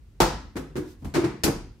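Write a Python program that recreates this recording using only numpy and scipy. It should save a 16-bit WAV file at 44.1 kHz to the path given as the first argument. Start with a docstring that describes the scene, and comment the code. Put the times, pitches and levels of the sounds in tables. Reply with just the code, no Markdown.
"""Over the low hum of a small carpeted room, a rubber ball slaps the wall. Feet thud softly, the player
catches the ball and, with a swish of clothes, passes it under a leg from hand to hand. After two more
footfalls the ball is dunked through a plastic toy hoop. The bent rim snaps back and the ball drops on
the carpet. Each hit is a short push followed by the room's echoes, while the things that were struck
ring on in a few fading tones."""
import sys
import numpy as np
from scipy import signal
from scipy.fft import rfft, irfft
from scipy.io import wavfile
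from scipy.ndimage import uniform_filter1d

SR = 44100
rng = np.random.default_rng(int(sys.argv[2]) if len(sys.argv) > 2 else 0)


def dump_mix(stems):
    """Bounce the given channels to the path in sys.argv[1] as a 16-bit WAV at rate SR."""
    frames = np.atleast_2d(stems).T  # one column per channel
    limited = np.clip(frames, -1, 1)  # hard clip at full scale
    pcm = np.round(limited * 32767).astype(np.int16)
    wavfile.write(sys.argv[1], SR, pcm)


N = 79380  # 1.8 s

# The hits, one a row. More tilt sounds brighter; more hardness gives a cleaner click.
# (time [s], push level [dB], tilt [dB per octave], contact time [s], hardness [0-1],
#  ring level [dB], ring pitch [ratio])
BALL_ON_WALL = [(.2026, -20, 0.5, 0.00046, 0.6, -16.5, 1)]
FEET_ON_CARPET = [(.32, -51.5, -2, .005, .2, -31.5, 0.9), (.44, -54, -7, .005, .2, -37, 0.9),
                  (1.02, -44, -5, 0.0028, .1, -56, 0.55), (1.044, -37.5, -1.5, .003, .05, -27, 0.99)]
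CATCH_HITS = [(.5555, -39.5, -0.5, 0.0016, .1, -27, 0.98), (.5655, -35, 1.5, 0.002, 0.39, -28, 0.96)]
PASS_HITS = [(.756, -38, -0.37, 0.0018, 0.79, -29, 0.93), (.763, -41, 2.86, 0.0024, 0.45, -50, 0.88),
             (.778, -37, -0.92, 0.0012, .6, -26, 0.98)]
DUNK_HITS = [(1.1395, -30, 1, 0.0042, .4, -38, 0.94), (1.1513, -25.5, 0, 0.0041, 0.071, -32.5, 1),
             (1.166, -32.5, -5.5, 0.005, 0, -22, 1), (1.2365, -30, -0.57, 0.0049, 0, -26, 1)]
SNAP_HITS = [(1.4357, -27.5, 0, .0006, 1, -36.5, 1), (1.439, -27.5, 0.53, 0.0019, 0.39, -26.5, 1)]
BALL_ON_CARPET = [(1.4615, -28.5, 1, 0.0014, 0.78, -21, 0.93), (1.4765, -27, -0.59, .0015, 0.45, -21, 0.99)]

# The colour of each sound: how its strength is shared from bass to treble.
# (frequency [Hz], relative level [dB])
HUM_COLOUR = [(20, -30), (45, 0), (80, 0), (130, -12), (200, -20), (350, -25), (700, -38), (2000, -41),
              (6000, -47), (15000, -54)]
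SLAP_COLOUR = [(25, -15), (50, 3.5), (80, -18.5), (120, -6), (230, -10.5), (320, -8), (550, -10),
               (870, -8.5), (1150, -12), (2100, -21.5), (3200, -24), (5000, -23.5), (7900, -29),
               (10000, -34.5), (15500, -37)]
FOOT_COLOUR = [(25, -24), (70, -7), (140, -6), (250, -8), (540, -25), (800, -20), (1500, -28.5),
               (2200, -31), (4500, -35.5), (8400, -36), (15500, -41)]
PALM_COLOUR = [(40, -26.5), (150, -6.5), (200, -11), (290, -4.5), (400, -8), (630, -22), (1000, -23.5),
               (1550, -25), (3100, -36.5), (6300, -41), (15500, -52.5)]
CLOTH_COLOUR = [(200, -20), (1000, -17), (2500, 4), (5000, 7), (9000, 2), (15000, 0)]
DUNK_COLOUR = [(30, -29), (80, -14), (170, -13), (240, -16.5), (340, -5), (480, -21), (800, -22.5),
               (1550, -26.5), (2500, -30.5), (3300, -37.5), (4200, -34.5), (8300, -42.5), (15500, -56)]
RIM_SNAP_COLOUR = [(40, 1), (325, -3), (640, -13), (820, -7.5), (1000, -18), (1400, -13.5), (2500, -14.5),
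                   (3500, -19), (5000, -12.5), (8000, -18), (13700, -21), (15500, -33)]
DROP_COLOUR = [(25, -13.5), (45, -12), (75, -29), (120, 0.5), (215, -10), (322, -1.5), (470, -11),
               (680, -18.5), (790, -19), (1000, -19), (2500, -31), (6000, -36), (15500, -48)]

# The tones that ring on after a hit. A fade time is how long a sound takes to fall by 60 dB.
# (frequency [Hz], relative level [dB], fade time [s])
WALL_TONES = [(47, -13, 0.1), (117.4, 1.5, 0.17), (162, -7.5, 0.32), (292, 5, 0.077), (341.4, 2.5, 0.23),
              (503, -3, .3), (654, -8, 0.11), (863, -8.5, 0.24), (886, -13, 0.46), (913, -1.5, .22),
              (954, -8, 0.23), (1053, -10.5, .14), (1244, -10, 0.084), (1349, -6.5, 0.28),
              (2590, -19.5, 0.3), (3380, -17, 0.28)]
FOOT_TONES = [(54.5, 4.5, 0.2), (83.6, 6.5, 0.14), (145, -9, 0.098), (246, -8, 0.064)]
CATCH_TONES = [(55.6, -2.5, 0.39), (151, -10.5, 0.51), (272.7, 1, 0.19), (380, -10.5, 0.27),
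               (563, -27, 0.22)]
PASS_TONES = [(79, -5, 0.23), (158, -6, 0.15), (257.6, -13.5, 0.36), (314, 1.5, 0.27), (377, 2, 0.27),
              (490, -11, 0.25)]
HOOP_TONES = [(92.8, -7, .22), (128, -9, 0.42), (167.2, 0, 0.18), (276.3, -6.5, 0.43), (338.7, 4, 0.27),
              (380, -14, .27), (465, -13, .45), (1270, -25.5, 0.46), (2260, -12.5, 0.052)]
DROP_TONES = [(41.2, -3, 0.46), (118.7, -3, 0.076), (196.6, -4, 0.14), (327, -1.5, 0.19), (470.4, -6, 0.28),
              (561, -8, 0.17), (813, -13, 0.28)]

# Movements of the clothes (time of peak [s], width [s], level [dB])
CLOTH_SWISHES = [(.69, 0.026, -76), (0.902, 0.031, -57.5), (1.03, 0.028, -67.5)]

# The first echoes of a hit on the wall, and of one in the play area (delay [s], level [dB])
ECHOES_FROM_WALL = [(.0012, -21), (.0082, -11.5), (.0112, -22.5), (0.016, -12), (0.0184, -15), (0.029, -15)]
PLAY_ECHOES = [(.002, -24.5), (.0055, -13.5), (.0085, -10), (0.027, -27)]
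# The quick scatter of early echoes, compared with the room's long tail (frequency [Hz], level [dB])
SCATTER_LEVELS = [(40, 10), (300, 4.5), (900, -0.5), (1900, 6.5), (4000, 7.5), (8000, 5), (15000, -3)]
# How long that tail lasts (frequency [Hz], fade time [s])
TAIL_FADES = [(40, 0.43), (120, 0.73), (300, 0.44), (700, 0.4), (1800, 0.49), (4500, 0.47), (8000, 0.36),
              (15000, 0.21)]
# How alike the left and right microphones sound (frequency [Hz], likeness [0-1])
STEREO_LIKENESS = [(40, 0.92), (150, 0.97), (350, 0.89), (650, 0.47), (1100, 0.48), (2000, 0.24),
                   (5000, 0.19), (15000, 0.013)]

SCATTER_FADE_S, ECHO_SMEAR_S = 0.097, 0.00024  # furniture and corners smear each echo
DIRECT_BASE_DB, MIC_LAG_S = -15, 0.0003  # the direct sound reaches the right microphone later
RING_RISE_CYCLES = 1.23
LEVEL_SPAN_S = 0.1  # a push holds the energy of a steady sound this long


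def amp(db):
    """Turns decibels into a number to multiply a sound by."""
    return 10 ** (np.asarray(db) / 20)


def unit(x):
    """Scales a sound to an average (rms) strength of one."""
    return x / np.sqrt(np.mean(x ** 2) + 1e-20)


def look_up(table, hz):
    """Reads between the rows of a table, with octaves evenly spaced."""
    row_hz, values = np.transpose(table)
    return np.interp(np.log(hz + 1), np.log(row_hz), values)


def add(mix, start_s, sound):
    """Mixes a stereo sound in at the given time."""
    part = mix[:, round(start_s * SR):][:, :sound.shape[1]]
    part += sound[:, :part.shape[1]]


def stereo_noise(size, colour=None):
    """Noise at two microphones, alike in the bass and unrelated in the treble."""
    hz = np.fft.rfftfreq(size, 1 / SR)
    shared, opposite = rfft(rng.standard_normal((2, size)))
    likeness = np.clip(look_up(STEREO_LIKENESS, hz), -.99, .99)
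    shared = shared * np.sqrt((1 + likeness) / 2)
    opposite = opposite * np.sqrt((1 - likeness) / 2)
    gain = amp(look_up(colour, hz)) if colour else 1
    return irfft(np.array([shared + opposite, shared - opposite]) * gain, size)


def shortest_pulse(gain):
    """The tightest pulse with this strength at each frequency and no sound before its start."""
    log_gain = np.log(np.maximum(gain, gain.max() * 1e-5))
    mirrored = np.concatenate([log_gain, log_gain[-2:0:-1]])
    return np.fft.ifft(np.exp(np.conj(signal.hilbert(mirrored)))).real


def room_path(echoes, direct_db, scatter_db, size=32768):
    """How a click reaches the microphones: directly, then as echoes, quick scatter and a long tail."""
    hz, t, noise = signal.stft(stereo_noise(size), SR, nperseg=256)
    tail = amp(-60 * t / look_up(TAIL_FADES, hz)[:, None])
    scatter = amp(scatter_db + look_up(SCATTER_LEVELS, hz)[:, None] - 60 * t / SCATTER_FADE_S)
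    _, fading = signal.istft(noise * np.hypot(tail, scatter), SR, nperseg=256)
    path = unit(fading[:, :size]) / np.sqrt(size)
    path[[0, 1], [0, round(MIC_LAG_S * SR)]] += amp(DIRECT_BASE_DB + direct_db)
    for delay_s, db in echoes:
        burst = stereo_noise(256) * np.exp(-np.arange(256) / SR / ECHO_SMEAR_S)
        add(path, delay_s, amp(db) * burst / np.linalg.norm(burst, axis=1, keepdims=True))
    return path


def push(colour, tilt_db, contact_s, hardness, path):
    """A hard click and a swell of tiny touches, heard through the room and coloured by what was hit."""
    size = path.shape[1]
    t, hz = np.arange(size // 8) / SR, np.fft.rfftfreq(size, 1 / SR)
    contact = rng.standard_normal(len(t)) ** 3 * t * np.exp(-t / contact_s)  # cubed noise is spiky
    contact *= np.sqrt(1 - hardness ** 2) / np.linalg.norm(contact)
    contact[0] += hardness  # the click
    sound = signal.fftconvolve(path, contact[None], axes=1)[:, :size]
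    # Swap the sound's broad colour for that of the struck thing; the room's fine detail stays.
    power = (abs(rfft(sound)) ** 2).mean(0)
    broad_colour = np.sqrt(uniform_filter1d(power, size=70))
    octaves = np.log2(np.maximum(hz, 300) / 1000)
    wanted_colour = amp(look_up(colour, hz) + tilt_db * octaves)
    pulse = shortest_pulse(wanted_colour / broad_colour)[:size // 8]
    sound = signal.fftconvolve(sound, pulse[None], axes=1)[:, :size]
    return unit(sound) * np.sqrt(LEVEL_SPAN_S * SR / size)


def ring(tones, pitch, size=32768):
    """Tones that build up quickly and fade; the higher ones reach the microphones out of step."""
    t, out = np.arange(size) / SR, np.zeros((2, size))
    for hz, db, fade_s in tones:
        shift = np.arccos(look_up(STEREO_LIKENESS, hz)) * rng.choice([-.5, .5])
        wave = np.sin(2 * np.pi * hz * pitch * t + np.array([[shift], [-shift]]))
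        rise = 1 - np.exp(-t * hz / RING_RISE_CYCLES)
        out += rise * amp(db - 60 * t / fade_s) * wave
    return out


def strikes(hits, colour, tones, direct_db, scatter_db, left_db, echoes=PLAY_ECHOES):
    """Plays each hit as a push plus a ring; left_db makes the left side louder than the right."""
    out = np.zeros((2, N))
    for start_s, push_db, tilt_db, contact_s, hardness, ring_db, pitch in hits:
        path = room_path(echoes, direct_db, scatter_db)
        knock = push(colour, tilt_db, contact_s, hardness, path)
        add(out, start_s, amp(push_db) * knock + amp(ring_db) * ring(tones, pitch))
    return out * amp([[left_db / 2], [-left_db / 2]])


def room_hum(level_db=-49):
    """Steady, deep noise that fills the room."""
    return amp(level_db) * unit(stereo_noise(N, HUM_COLOUR))


def wall_slap():
    """The rubber ball hits the wall very briefly, and both ring."""
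    return strikes(BALL_ON_WALL, SLAP_COLOUR, WALL_TONES, direct_db=-10, scatter_db=-3.5, left_db=1,
                   echoes=ECHOES_FROM_WALL)


def footsteps():
    """Feet land on soft carpet with low, dull thuds."""
    return strikes(FEET_ON_CARPET, FOOT_COLOUR, FOOT_TONES, direct_db=-0.5, scatter_db=-1.5, left_db=0.3)


def catch():
    """The hands close on the ball with two quick pats that set it ringing."""
    return strikes(CATCH_HITS, PALM_COLOUR, CATCH_TONES, direct_db=2, scatter_db=3.5, left_db=0.4)


def clothes_swish():
    """Moving cloth makes a faint hiss that swells and dies away."""
    t = np.arange(N) / SR
    motion = sum(amp(db) * np.exp(-((t - peak_s) / width_s) ** 2 / 2)
                 for peak_s, width_s, db in CLOTH_SWISHES)
    return motion * unit(stereo_noise(N, CLOTH_COLOUR))


def hand_pass():
    """The ball goes from palm to palm with three light taps."""
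    return strikes(PASS_HITS, PALM_COLOUR, PASS_TONES, direct_db=3, scatter_db=2.5, left_db=0.3)


def dunk():
    """Ball and hand knock the plastic rim down, and the hoop rings."""
    return strikes(DUNK_HITS, DUNK_COLOUR, HOOP_TONES, direct_db=-5, scatter_db=-1.5, left_db=0.7)


def rim_snap():
    """The bent rim springs back against its stop with a bright clack."""
    return strikes(SNAP_HITS, RIM_SNAP_COLOUR, HOOP_TONES, direct_db=0.5, scatter_db=6.5, left_db=1.5)


def ball_drop():
    """The ball thumps onto the carpet and rings."""
    return strikes(BALL_ON_CARPET, DROP_COLOUR, DROP_TONES, direct_db=-10, scatter_db=6.5, left_db=-0.2)


def scene():
    """Adds up all the sounds, in the order they are first heard."""
    return (room_hum() + wall_slap() + footsteps() + catch() + clothes_swish() + hand_pass()
            + dunk() + rim_snap() + ball_drop())


def record(dry, lowest_hz=30, highest_hz=15700):
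    """Trims away the deepest rumble and the highest treble."""
    bass_cut = signal.butter(3, lowest_hz, "highpass", fs=SR, output="sos")
    treble_cut = signal.firwin(301, highest_hz, window=("kaiser", 9), fs=SR)
    return signal.oaconvolve(signal.sosfilt(bass_cut, dry), treble_cut[None], "same")


dry = scene()
out = record(dry)
dump_mix(out)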